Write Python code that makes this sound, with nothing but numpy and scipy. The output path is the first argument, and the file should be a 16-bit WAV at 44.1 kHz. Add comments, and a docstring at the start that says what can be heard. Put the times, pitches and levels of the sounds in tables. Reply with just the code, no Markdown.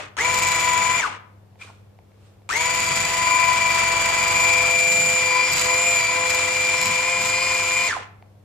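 """Hand mixer in thick dough

A mixer runs down, then beats dough in a plastic jug on a stone counter in two bursts, in a humming kitchen.
Its mains motor whines at multiples of the rotor speed, the brushes hiss, and the geared-down whisk scrapes
and knocks. In the pause the whisk leaves the dough with a squelch. Tones are sines locked to the rotor angle,
rush and scrape are shaped noise, knocks, clicks and pops are ringing modes; feedback delays give the room."""
import sys
import numpy as np
from scipy import signal
from scipy.io import wavfile

SR = 44100
rng = np.random.default_rng(int(sys.argv[2]) if len(sys.argv) > 2 else 0)


def inscribe(sig):
    """Save sig as 16-bit PCM at rate SR to the path in sys.argv[1].

    A 1-D sig is mono; a 2-D sig holds one channel per row.
    Samples are clipped to [-1, 1] before scaling.
    """
    pcm = np.round(np.clip(np.atleast_2d(sig).T, -1, 1) * 32767)
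    wavfile.write(sys.argv[1], SR, pcm.astype(np.int16))


N = 372204
TIME = np.arange(N) / SR
SLOTS, MAINS_HZ, GEAR_RATIO = 14, 50, 22 / 3   # rotor slots; rotor turns per whisk turn
# The mixer is moved about. Each row: time in seconds, left minus right in dB of slot whine, of brush whistle.
SWAY = [(2.6, 5.5, 6.5), (4.0, 6, -4), (7.9, 2, 5)]
# Gears and fan. Each row: time in seconds, level in dB before trim.
GEARS = [(0.97, -34), (2.65, -37), (3.78, -33.5), (4.7, -34.5), (4.79, -41), (5.32, -36.5), (7.84, -38)]


def from_db(db):
    """Decibels to gain."""
    return 10 ** (np.asarray(db) / 20)


def rms_one(x):
    """Scale so that the middle of the stereo image has rms 1."""
    return x / np.sqrt(np.mean(np.atleast_2d(x).mean(axis=0) ** 2) + 1e-20)


def in_time(table):
    """Join the rows of a table with straight lines; one curve per column after the time."""
    s, *columns = np.transpose(table)
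    return [np.interp(TIME, s, c) for c in columns]


def at_hz(points, hz):
    """Read a spectrum on a log-frequency axis."""
    points_hz, values = np.transpose(points)
    return np.interp(np.log(hz), np.log(points_hz), values)


def drift(rate_hz):
    """Random wander with spread 1: noise at SR / 40 through two equal low-pass poles."""
    r = np.exp(-80 * np.pi * rate_hz / SR)
    noise = rng.standard_normal(N // 40 + 2002)
    slow = signal.lfilter([1], [1, -2 * r, r * r], noise)[2000:]
    return np.interp(np.arange(N) / 40, np.arange(len(slow)), rms_one(slow))


def pan(left_db):
    """Left and right gains with mean 1; left_db is left minus right."""
    gains = from_db(np.array([[.5], [-.5]]) * left_db)
    return gains / gains.mean(axis=0)


def band_pass(low_hz, high_hz, x):
    """Second-order Butterworth band."""
    return signal.sosfilt(signal.butter(2, [low_hz, high_hz], "band", fs=SR, output="sos"), x)


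def coloured(spectrum, sources):
    """Third-octave stereo bands, fed in turn from two (mid, side) pairs; rms 1."""
    # Likeness of left and right. Each row: frequency in Hz, correlation.
    likeness = [(60, 1), (250, 0.43), (2500, 0.17), (6000, 0)]
    out, edges_hz = 0, 28 * 2 ** (np.arange(29) / 3)
    for k, (low, high) in enumerate(zip(edges_hz, edges_hz[1:])):
        mid, side = band_pass(low, high, sources[k % 2] + 1e-18)
        hz = np.sqrt(low * high)
        alike = np.clip(at_hz(likeness, hz), -1, 1)
        stereo = np.sqrt(1 + alike) * mid + np.sqrt(1 - alike) * side * [[1], [-1]]
        out = out + from_db(at_hz(spectrum, hz)) * stereo
    return rms_one(out)


def white():
    """Two (mid, side) pairs of unrelated noise."""
    return rng.standard_normal((2, 2, N))


def grains(per_s, spread_db):
    """Random clicks of uneven size and sign."""
    struck = rng.random(N) < per_s / SR
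    size = from_db(spread_db * np.minimum(rng.exponential(1, N), 3))
    return struck * size * rng.choice([-1, 1], N)


def blows(events):
    """One click for each (s, dB) event."""
    out = np.zeros(N)
    for s, db in events:
        out[round(s * SR)] = from_db(db)
    return out


def strike(clicks, modes, vary):
    """Each click rings every (Hz, dB, t60 s) mode with a strength of its own on each side."""
    out = 0
    at = np.flatnonzero(clicks)
    for k, (hz, db, t60_s) in enumerate(modes):
        r, w = from_db(-60 / (t60_s * SR)), 2 * np.pi * hz / SR
        hits = np.zeros((2, N)) + 1e-18
        hits[:, at] = clicks[at] * (1 + vary * rng.standard_normal((len(at), 2)).T)
        ring = signal.lfilter([0, np.sin(w)], [1, -2 * r * np.cos(w), r * r], hits)
        out = out + (-1) ** k * from_db(db) * ring
    return out


def tone(phase, db, left_db, lead, rough):
    """A stereo partial whose strength flutters; lead is the phase between the ears in radians."""
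    flutter = 1 + rough * np.array([drift(56), drift(36)])
    wave = np.sin(phase + np.array([[.5], [-.5]]) * lead)
    return np.sqrt(2) * from_db(db) * pan(left_db) * flutter * wave


def swells(events):
    """Bell-shaped swell for each (middle s, dB, half length s) event."""
    return sum(from_db(db) * np.exp(-((TIME - s) / length) ** 2) for s, db, length in events)


def background():
    """Wavering hum at twice and four times mains frequency over shaped kitchen noise."""
    # Each row: frequency in Hz, relative density in dB per Hz.
    ambience = [(30, -20), (100, 2.5), (200, -11.5), (500, -9.5), (1400, -24.5), (8000, -37.5),
                (14000, -39.5)]
    mains = 2 * np.pi * MAINS_HZ * TIME
    hum = tone(2 * mains, -52 + 1.4 * drift(2), 1.5, lead=0, rough=.1)
    hum += tone(4 * mains, -63, 0, lead=0, rough=0.18)
    return hum + from_db(-55.5) * coloured(ambience, white()) * pan(1.5)


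def rotor_speed():
    """Share of full speed: a jolt and a climb at switch-on; then drag and friction stop the rotor."""
    # Each row: switch on in seconds, off in seconds, spin-up time constant, drag time constant in seconds.
    bursts = [(-1, -.09, .04, .122), (.168, .998, .041, .122), (2.491, 7.878, .06, .138)]
    kick, friction = .37, .27   # jolt, as the tanh argument at switch-on; dry friction as a share of full drag
    share = np.zeros(N)
    for on, off, spin_up_s, drag_s in bursts:
        climb = np.tanh(kick + np.maximum(TIME - on, 0) / spin_up_s)
        coast = (1 + friction) * np.exp(-np.maximum(TIME - off, 0) / drag_s) - friction
        share += (TIME >= on) * climb * np.maximum(coast, 0)
    return np.clip(share, 0, 1)


def rotor_angle(slot_hz):
    """Rotor angle, nudged by each mains half-wave, by the dough on each whisk turn, and by gear play."""
    angle = 2 * np.pi * np.cumsum(slot_hz / SLOTS) / SR
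    mains_ripple = -0.0072 * np.sin(4 * np.pi * MAINS_HZ * TIME)
    whisk_drag = 0.008 * np.sin(angle / GEAR_RATIO)
    return angle + mains_ripple + whisk_drag + 0.0099 * drift(30)


def housing_drone(angle, speed):
    """The housing drones at rotor orders 2 to 5."""
    # Each row: time in seconds, third order in dB, fourth order in dB, both before trim.
    drone = [(0.28, -38, -41), (0.866, -46, -40), (2.69, -42, -40.5), (3.64, -46.5, -35),
             (4.63, -36, -34.5), (5.19, -34.5, -35.5), (5.38, -35, -46), (5.59, -40.5, -42.5),
             (5.67, -32.5, -36), (5.92, -36, -35.5), (6.05, -44, -40), (6.18, -34, -38.5),
             (7.76, -39.5, -42), (7.86, -43, -39.5)]
    third_db, fourth_db = in_time(drone)
    out = tone(3 * angle, third_db + 1.1, -3.0, lead=.17, rough=0.19)
    out += tone(4 * angle, fourth_db + .5, 5.9, lead=-.07, rough=0.3)
    out += tone(2 * angle, .5 * third_db - 35, 0, lead=0, rough=.2)
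    out += tone(5 * angle, .5 * third_db - 28, 2, lead=0, rough=.2)
    return out * speed ** 3.4


def slot_whine(angle, speed, current, extra_percent):
    """Slots passing under power whine; mains current bends the phase and the whisk makes it beat."""
    # Each row: time in seconds, level in dB before trim.
    whine = [(0.28, -24), (0.6, -28.5), (0.98, -26.5), (2.63, -27), (3.15, -32.5), (3.33, -22),
             (3.99, -25.5), (4.55, -20.5), (5.27, -24.0), (5.41, -20), (5.61, -32.5), (5.71, -24),
             (6.05, -22.5), (6.21, -28.0), (6.31, -25), (6.49, -27.5), (6.69, -22.0), (6.79, -28.5),
             (7.01, -24), (7.19, -26.5), (7.45, -25), (7.85, -24)]
    # The octave comes and goes as the mixer is tilted. Each row: time in seconds, level in dB.
    octave = [(0.6, -45), (2.65, -38.5), (4.35, -37), (4.95, -42), (5.34, -35.5), (5.46, -34),
              (5.56, -34.5), (5.9, -47), (6.01, -35), (6.15, -41), (7.25, -42), (7.44, -33), (7.6, -42)]
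    # Beat once per whisk turn. Each row: time in seconds, depth 0 to 1.
    whine_beat = [(.3, .55), (.7, 0.63), (3.05, 0.5), (3.35, 0.31), (4.15, 0.38), (4.5, 0.03), (5.9, 0.13),
                  (6.3, 0.33), (7.8, 0.1)]
    [slot_db], [octave_db], [depth] = in_time(whine), in_time(octave), in_time(whine_beat)
    slot_pan_db = in_time(SWAY)[0]
    turn = angle / GEAR_RATIO
    beat = (1 + depth * np.exp(-1j * (turn + .5 * drift(6.7)))) / np.sqrt(1 + depth ** 2)
    phase = SLOTS * angle + 0.43 * current * np.clip(1 - 0.39 * extra_percent, 0, 1)
    unsteady = (1.3 - speed ** 2) * drift(92)
    rough = 0.15 + 1.4 * speed * (1 - speed ** 2)   # rattles while spinning up or down
    out = tone(phase + np.angle(beat) + unsteady, slot_db + .7, slot_pan_db, lead=0.27, rough=rough)
    out *= (1 + 0.16 * current) * np.abs(beat)
    return out + tone(2 * phase, octave_db, 0, lead=1, rough=0.23) * speed ** 10


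def minor_orders(angle, speed, extra_percent):
    """Weaker rotor orders wander in level, some rising or falling with extra speed, and throb twice per whisk turn."""
    # Each row: multiple of rotor speed, mean level in dB, dB gained per percent of extra speed.
    orders = [(8, -52.5, 0), (12.45, -45, 4.5), (13, -40, 1.9), (15, -45.5, -6), (17.85, -44, 0),
              (20, -50, -5)]
    out = 0
    for multiple, db, rise_db in orders:
        phase = multiple * (angle + 0.023 * drift(40))
        level_db = db + rise_db * extra_percent + 2.0 * drift(1.0)
        out = out + tone(phase, level_db, 0.9, lead=rng.normal(0, 1.0), rough=0.24)
    throb = 1 + 0.12 * np.sin(2 * angle / GEAR_RATIO)
    return out * throb * speed ** 2


def brush_whistle(angle, speed, current):
    """Brushes whistle at 3 and 5 times slot rate; mains chatter splits the whistle into lines 100 Hz apart."""
    # Each row: time in seconds, level in dB before trim.
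    whistle = [(0.28, -31), (0.98, -30), (2.63, -31), (3.09, -32.5), (3.37, -28.0), (3.57, -33),
               (4.19, -31.0), (4.43, -26.5), (4.61, -31), (5.01, -24.0), (5.43, -31.5), (5.97, -24),
               (6.05, -30), (7.33, -32), (7.85, -30)]
    [whistle_db], whistle_pan_db = in_time(whistle), in_time(SWAY)[1]
    phase = 3 * SLOTS * angle + 0.64 * drift(70) + 1.46 * current
    out = tone(phase, whistle_db + 1.8, whistle_pan_db, lead=1.35, rough=0.26)
    out += tone(5 * SLOTS * angle + 1.8 * drift(150), whistle_db - 19.5, 0, lead=1.7, rough=0.37)
    return out * (1 + current / 7) * speed ** 5


def motor_tones(angle, speed, current, extra_percent):
    """Rotor orders; the small housing radiates the whine poorly at a low pitch."""
    radiated = np.tanh(2.6 * speed ** 2) ** 1.2
    whine = slot_whine(angle, speed, current, extra_percent) + minor_orders(angle, speed, extra_percent)
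    return whine * radiated + brush_whistle(angle, speed, current) + housing_drone(angle, speed)


def bearing(angle, speed):
    """A bearing sings just under the sixth order, with its octave; it stutters when it barely catches."""
    # Each row: time in seconds, level in dB before stutter and trim.
    singing = [(0.28, -26.5), (0.4, -28), (0.8, -22.5), (0.98, -27), (2.63, -29), (3.05, -32),
               (3.31, -21.5), (4.01, -29), (4.35, -27.0), (4.65, -32.5), (4.79, -42.5), (5.13, -42.5),
               (5.37, -23), (5.57, -40.5), (5.73, -27.5), (5.81, -37.0), (6.23, -28), (6.66, -39),
               (6.87, -28), (7.01, -34), (7.3, -34.5), (7.85, -32)]
    [level_db] = in_time(singing)
    stutter = np.clip((-23.5 - level_db) / 11, .2, 1)
    phase = 5.945 * angle
    catch = from_db(stutter * (1.5 * drift(25) + 5.5 * np.cos(angle / GEAR_RATIO) - 2.2))
    song = tone(phase + 0.51 * stutter * drift(25), level_db + .1, 12.0, lead=-0.25, rough=0.29)
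    octave = tone(2 * phase + 0.91 * drift(40), .5 * level_db - 19.5, 2.3, lead=0.8, rough=0.49)
    return (song + octave) * catch * speed ** 8


def gear_teeth(angle, speed):
    """The gear teeth ring at multiples of rotor speed, coming and going, strongest near 7.45 s."""
    # Each row: time in seconds, base level in dB.
    teeth = [(4.9, -58), (5.4, -46), (6.2, -47.5), (7.3, -46), (7.45, -40), (7.68, -49), (7.85, -43)]
    # Each row: multiple of rotor speed, dB over the base level.
    teeth_orders = [(17.4, -4), (24, 2.5), (24.58, -3), (28.58, 0.5), (31, -2)]
    [teeth_db] = in_time(teeth)
    play = angle + 0.023 * drift(23)
    ring = sum(tone(multiple * play, teeth_db + db, 0, lead=0.97, rough=0.28) for multiple, db in teeth_orders)
    return ring * speed ** 2


def motor_noise(angle, speed, current, rubbing_db):
    """Fan and gears rush, brushes hiss; each turn repeats the same roughness of commutator and teeth."""
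    # Each row: frequency in Hz, relative density in dB per Hz.
    rush_spectrum = [(30, -5.5), (150, -8.5), (280, -1), (600, -1.5), (1100, 8.5), (1700, 5), (2200, 8),
                     (2700, 6), (3700, 0), (5000, -2), (6400, -0.5), (8000, -2.5), (10000, -31),
                     (15000, -36)]
    [gear_db] = in_time(GEARS)
    surface = rng.standard_normal((2, 2, 256))   # roughness around one rotor turn
    place = (angle / (2 * np.pi) % 1 * surface.shape[-1]).astype(int)
    rush = coloured(rush_spectrum, white() + .33 * surface[..., place])
    low = signal.sosfilt(signal.butter(1, 2600, fs=SR, output="sos"), rush)
    # starting current makes gears and brushes loud before the rotor is up to speed
    drive = speed + 0.47 * (1 - speed) * (np.gradient(speed) > 0)
    gear_grain = 1 + 0.09 * np.sin(2 * angle / GEAR_RATIO) + .15 * np.sin(angle) + .28 * drift(120)
    gears = low * from_db(gear_db + 5.5) * drive ** 0.67 * gear_grain
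    brush_grain = 1 + 0.22 * current + 0.22 * np.sin(angle) + .2 * drift(90)
    brushes = (rush - low) * from_db(-29 + 0.13 * rubbing_db) * drive ** 1.58 * brush_grain
    return (gears + brushes) * pan(0.65)


def whisk(angle, speed, rubbing_db):
    """The whisk shakes jug and dough at multiples of its turn rate, and rubs or knocks on the wall once a turn."""
    # Each row: multiple of whisk speed, relative level in dB.
    shake = [(2, 1), (3, -0.5), (4, 5), (5, -0.5), (6, 3), (7, 3.5), (9, -2)]
    # Runs of knocks. Each row: first knock in seconds, strike in dB before trim, length of the run in seconds.
    knock_runs = [(.345, -10.5, .07), (0.4347, -7, .02), (.4761, -11.5, .02), (0.4863, -9, .02),
                  (.5189, -12.5, .11), (.734, -11.5, .07), (2.612, -22.5, .15), (2.804, -12, .11),
                  (3.085, -15, .11), (5.535, -10.5, .02), (5.5798, -14, .07), (5.596, -7, .02),
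                  (5.6536, -11.5, .02), (6.3046, -7, .07), (6.8144, -7.5, .07)]
    # Jug modes. Each row: frequency in Hz, relative level in dB, t60 in seconds.
    jug_modes = [(1350, -22, 0.0095), (2437, -7.5, 0.016), (4010, -14, 0.015), (4750, -4, 0.0029),
                 (5130, -5.5, 0.0052), (7030, -2, .006), (7860, -8, 0.009), (12020, -13, 0.0042)]
    turn_s = .043
    turn = angle / GEAR_RATIO
    [gear_db] = in_time(GEARS)
    churn_db = -45.3 + 0.28 * rubbing_db + gear_db - gear_db.mean()
    churn = sum(from_db(db) * np.sin(k * (turn + 0.19 * drift(4))) for k, db in shake)
    contacts = grains(1500 * np.exp(1.2 * (np.cos(turn) - 1)), spread_db=4.0)
    rub = from_db(-36 + 1.08 * rubbing_db) * rms_one(strike(contacts, jug_modes, vary=1.0))
    hits = [(s + k * turn_s, db) for s, db, length in knock_runs for k in range(1 + int(length / turn_s))]
    knocks = from_db(-2.5) * strike(blows(hits), jug_modes, vary=0.22)
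    return (from_db(churn_db) * rms_one(churn) + rub) * speed ** 2 + knocks


def switch_clicks():
    """The switch clicks and rings the handle."""
    # Each row: time in seconds, strike in dB before trim.
    clicks = [(0.168, -37), (2.491, -21)]
    # Each row: frequency in Hz, relative level in dB, t60 in seconds.
    handle_modes = [(860, -2, 0.01), (1350, -1, 0.021), (2400, 1.5, 0.018), (4400, -7, .005),
                    (7500, -5, 0.014)]
    return from_db(-3.0) * strike(blows(clicks), handle_modes, vary=.3)


def counter_bumps():
    """The jug shifts and taps the counter."""
    # Each row: time in seconds, strike in dB.
    bumps = [(1.557, -44), (1.989, -39), (2.118, -47), (2.419, -49), (8.225, -35.5)]
    # Each row: frequency in Hz, relative level in dB, t60 in seconds.
    bump_modes = [(704, -1.5, 0.016), (900, -3, .012), (2230, -5, .006), (4600, -17, 0.0037)]
    return strike(blows(bumps), bump_modes, vary=0.24)


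def tear_strength():
    """Dough tears as the whisk lifts and sinks; each tear swells and dies away."""
    # Each row: peak in seconds, level in dB, rise and fall time constants in seconds.
    tears = [(1.618, -45.5, 0.012, 0.06), (2.27, -63.5, 0.089, 0.073)]
    out = 0
    for s, db, rise, fall in tears:
        out = out + from_db(db) * np.exp(-np.maximum((s - TIME) / rise, (TIME - s) / fall))
    return out


def dough():
    """Tiny air pockets burst and ring the jug; then the hollow behind the whisk closes with a smack and pops."""
    # Each row: frequency in Hz, relative density in dB per Hz.
    dough_spectrum = [(300, -22), (1000, 3), (1900, -2), (2450, 0), (3500, -2), (5800, -7.5), (7800, -6),
                      (15000, -34.5)]
    # Larger air pockets. Each row: time in seconds, strike in dB, frequency in Hz.
    air_pops = [(1.648, -40, 480), (1.687, -40, 2400), (1.701, -36, 980)]
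    tearing = tear_strength() * coloured(dough_spectrum, white() * (.2 + grains(1500, spread_db=1.0)))
    jug = strike(grains(1500, spread_db=2.0), [(2400, 4, 0.027), (1350, -5.5, 0.018)], vary=0.35)
    hollow_modes = [(750, 0, 0.018), (1060, 1, 0.018), (1400, 3, .015)]
    hollow = strike(grains(680, spread_db=0.0), hollow_modes, vary=0.38)
    ringing = rms_one(jug) * swells([(1.618, -40.5, 0.017)])
    smack = rms_one(hollow) * swells([(1.695, -48.5, 0.027)])
    pops = sum(strike(blows([(s, db)]), [(hz, 0, 0.016)], vary=.1) for s, db, hz in air_pops)
    return tearing + ringing + smack + pops


def lumps():
    """A lump of dough is dragged round and the full jug gives: a low rumble swells and fades."""
    # Each row: middle in seconds, level in dB, half length in seconds.
    drags = [(2.936, -39, 0.14), (4.75, -48, 0.071), (5.021, -39, 0.17), (5.566, -42.5, .06),
             (6.88, -40, 0.077), (7.25, -43, 0.082)]
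    # Low and high edge in Hz.
    rumble_hz = (106, 199)
    return swells(drags) * rms_one(band_pass(*rumble_hz, rng.standard_normal(N)))


def squeaks():
    """A wire sticking on the jug wall sings briefly at an unsteady pitch."""
    # Each row: middle in seconds, level in dB, half length in seconds.
    wire_squeaks = [(5.46, -36.5, .06), (6.83, -35, .08)]
    phase = 2 * np.pi * 5410 * TIME + 2 * drift(40)
    return swells(wire_squeaks) * tone(phase, 0, 0, lead=1, rough=0.54)


def kitchen(x, wall_cut_hz):
    """Ten feedback delays a side, duller on every round, then diffused by allpasses."""
    t60_s = 0.55
    out, dull = np.zeros((2, N)), np.exp(-2 * np.pi * wall_cut_hz / SR)
    for k, lag in enumerate((rng.uniform(.009, .042, 20) * SR).astype(int)):
        loop, gain, state = x[k % 2].copy(), from_db(-60 * lag / SR / t60_s), [0.]
        for i in range(lag, N, lag):
            back, state = signal.lfilter([gain * (1 - dull)], [1, -dull], loop[i - lag:i], zi=state)
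            loop[i:i + lag] += back[:N - i]
        out[k % 2] += (loop - x[k % 2]) * (-1) ** (k // 2)
    for lag in (47, 113):
        taps = np.r_[.5, np.zeros(lag), 1]
        out = signal.lfilter(taps, taps[::-1], out)
    return out / np.sqrt(10)


def scene():
    """Rotor speed and rubbing drive the mixer; the kitchen answers."""
    # Slot rate at full power; it sags as the dough resists. Each row: time in seconds, rate in Hz.
    slot_rate = [(0.3, 2361), (0.78, 2337), (0.98, 2385), (2.65, 2331), (2.71, 2365), (2.89, 2342),
                 (3.37, 2372), (3.57, 2351), (3.95, 2350), (5.15, 2382), (5.37, 2363), (5.47, 2390),
                 (5.59, 2345), (5.89, 2412), (6.03, 2338), (6.17, 2378), (6.99, 2377), (7.11, 2424),
                 (7.23, 2386), (7.45, 2429), (7.65, 2384), (7.85, 2417)]
    # Wires rubbing on the jug wall; also sets brush noise and churning. Each row: time in seconds, rubbing in dB.
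    rubbing = [(0.28, -49), (0.42, -42), (0.8, -51.5), (0.98, -51), (2.63, -46.5), (3.01, -43.5),
               (3.29, -51), (3.53, -46.5), (5.13, -45.5), (5.45, -62), (5.51, -45.5), (5.59, -36.5),
               (5.71, -49), (6.03, -48), (6.19, -63), (6.31, -44.5), (6.43, -50), (6.79, -48), (6.85, -43),
               (7.13, -61), (7.25, -43), (7.39, -56), (7.55, -47.5), (7.85, -54)]
    speed = rotor_speed()
    [powered_hz] = in_time(slot_rate)
    extra_percent = 100 * (powered_hz / np.median(powered_hz) - 1)
    rubbing_db = in_time(rubbing)[0] + 48   # relative to the usual -48 dB
    angle = rotor_angle(powered_hz * speed)
    current = np.cos(4 * np.pi * MAINS_HZ * TIME)   # swing at twice mains frequency
    tones = motor_tones(angle, speed, current, extra_percent)
    tones += bearing(angle, speed) + gear_teeth(angle, speed) + squeaks()
    clatter = motor_noise(angle, speed, current, rubbing_db) + whisk(angle, speed, rubbing_db)
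    clatter += switch_clicks() + counter_bumps() + dough()
    room = kitchen(from_db(-9.5) * clatter + from_db(-11) * tones, wall_cut_hz=6700)
    return tones + clatter + room + background() + lumps()


def record(dry):
    """The sharpest peaks are rounded off and the top is cut steeply."""
    cutoff_hz = 15200
    rounded = dry / (1 + (dry / .52) ** 6) ** (1 / 6)
    return signal.sosfilt(signal.ellip(10, .2, 80, cutoff_hz, fs=SR, output="sos"), rounded)


dry = scene()
out = record(dry)
inscribe(out)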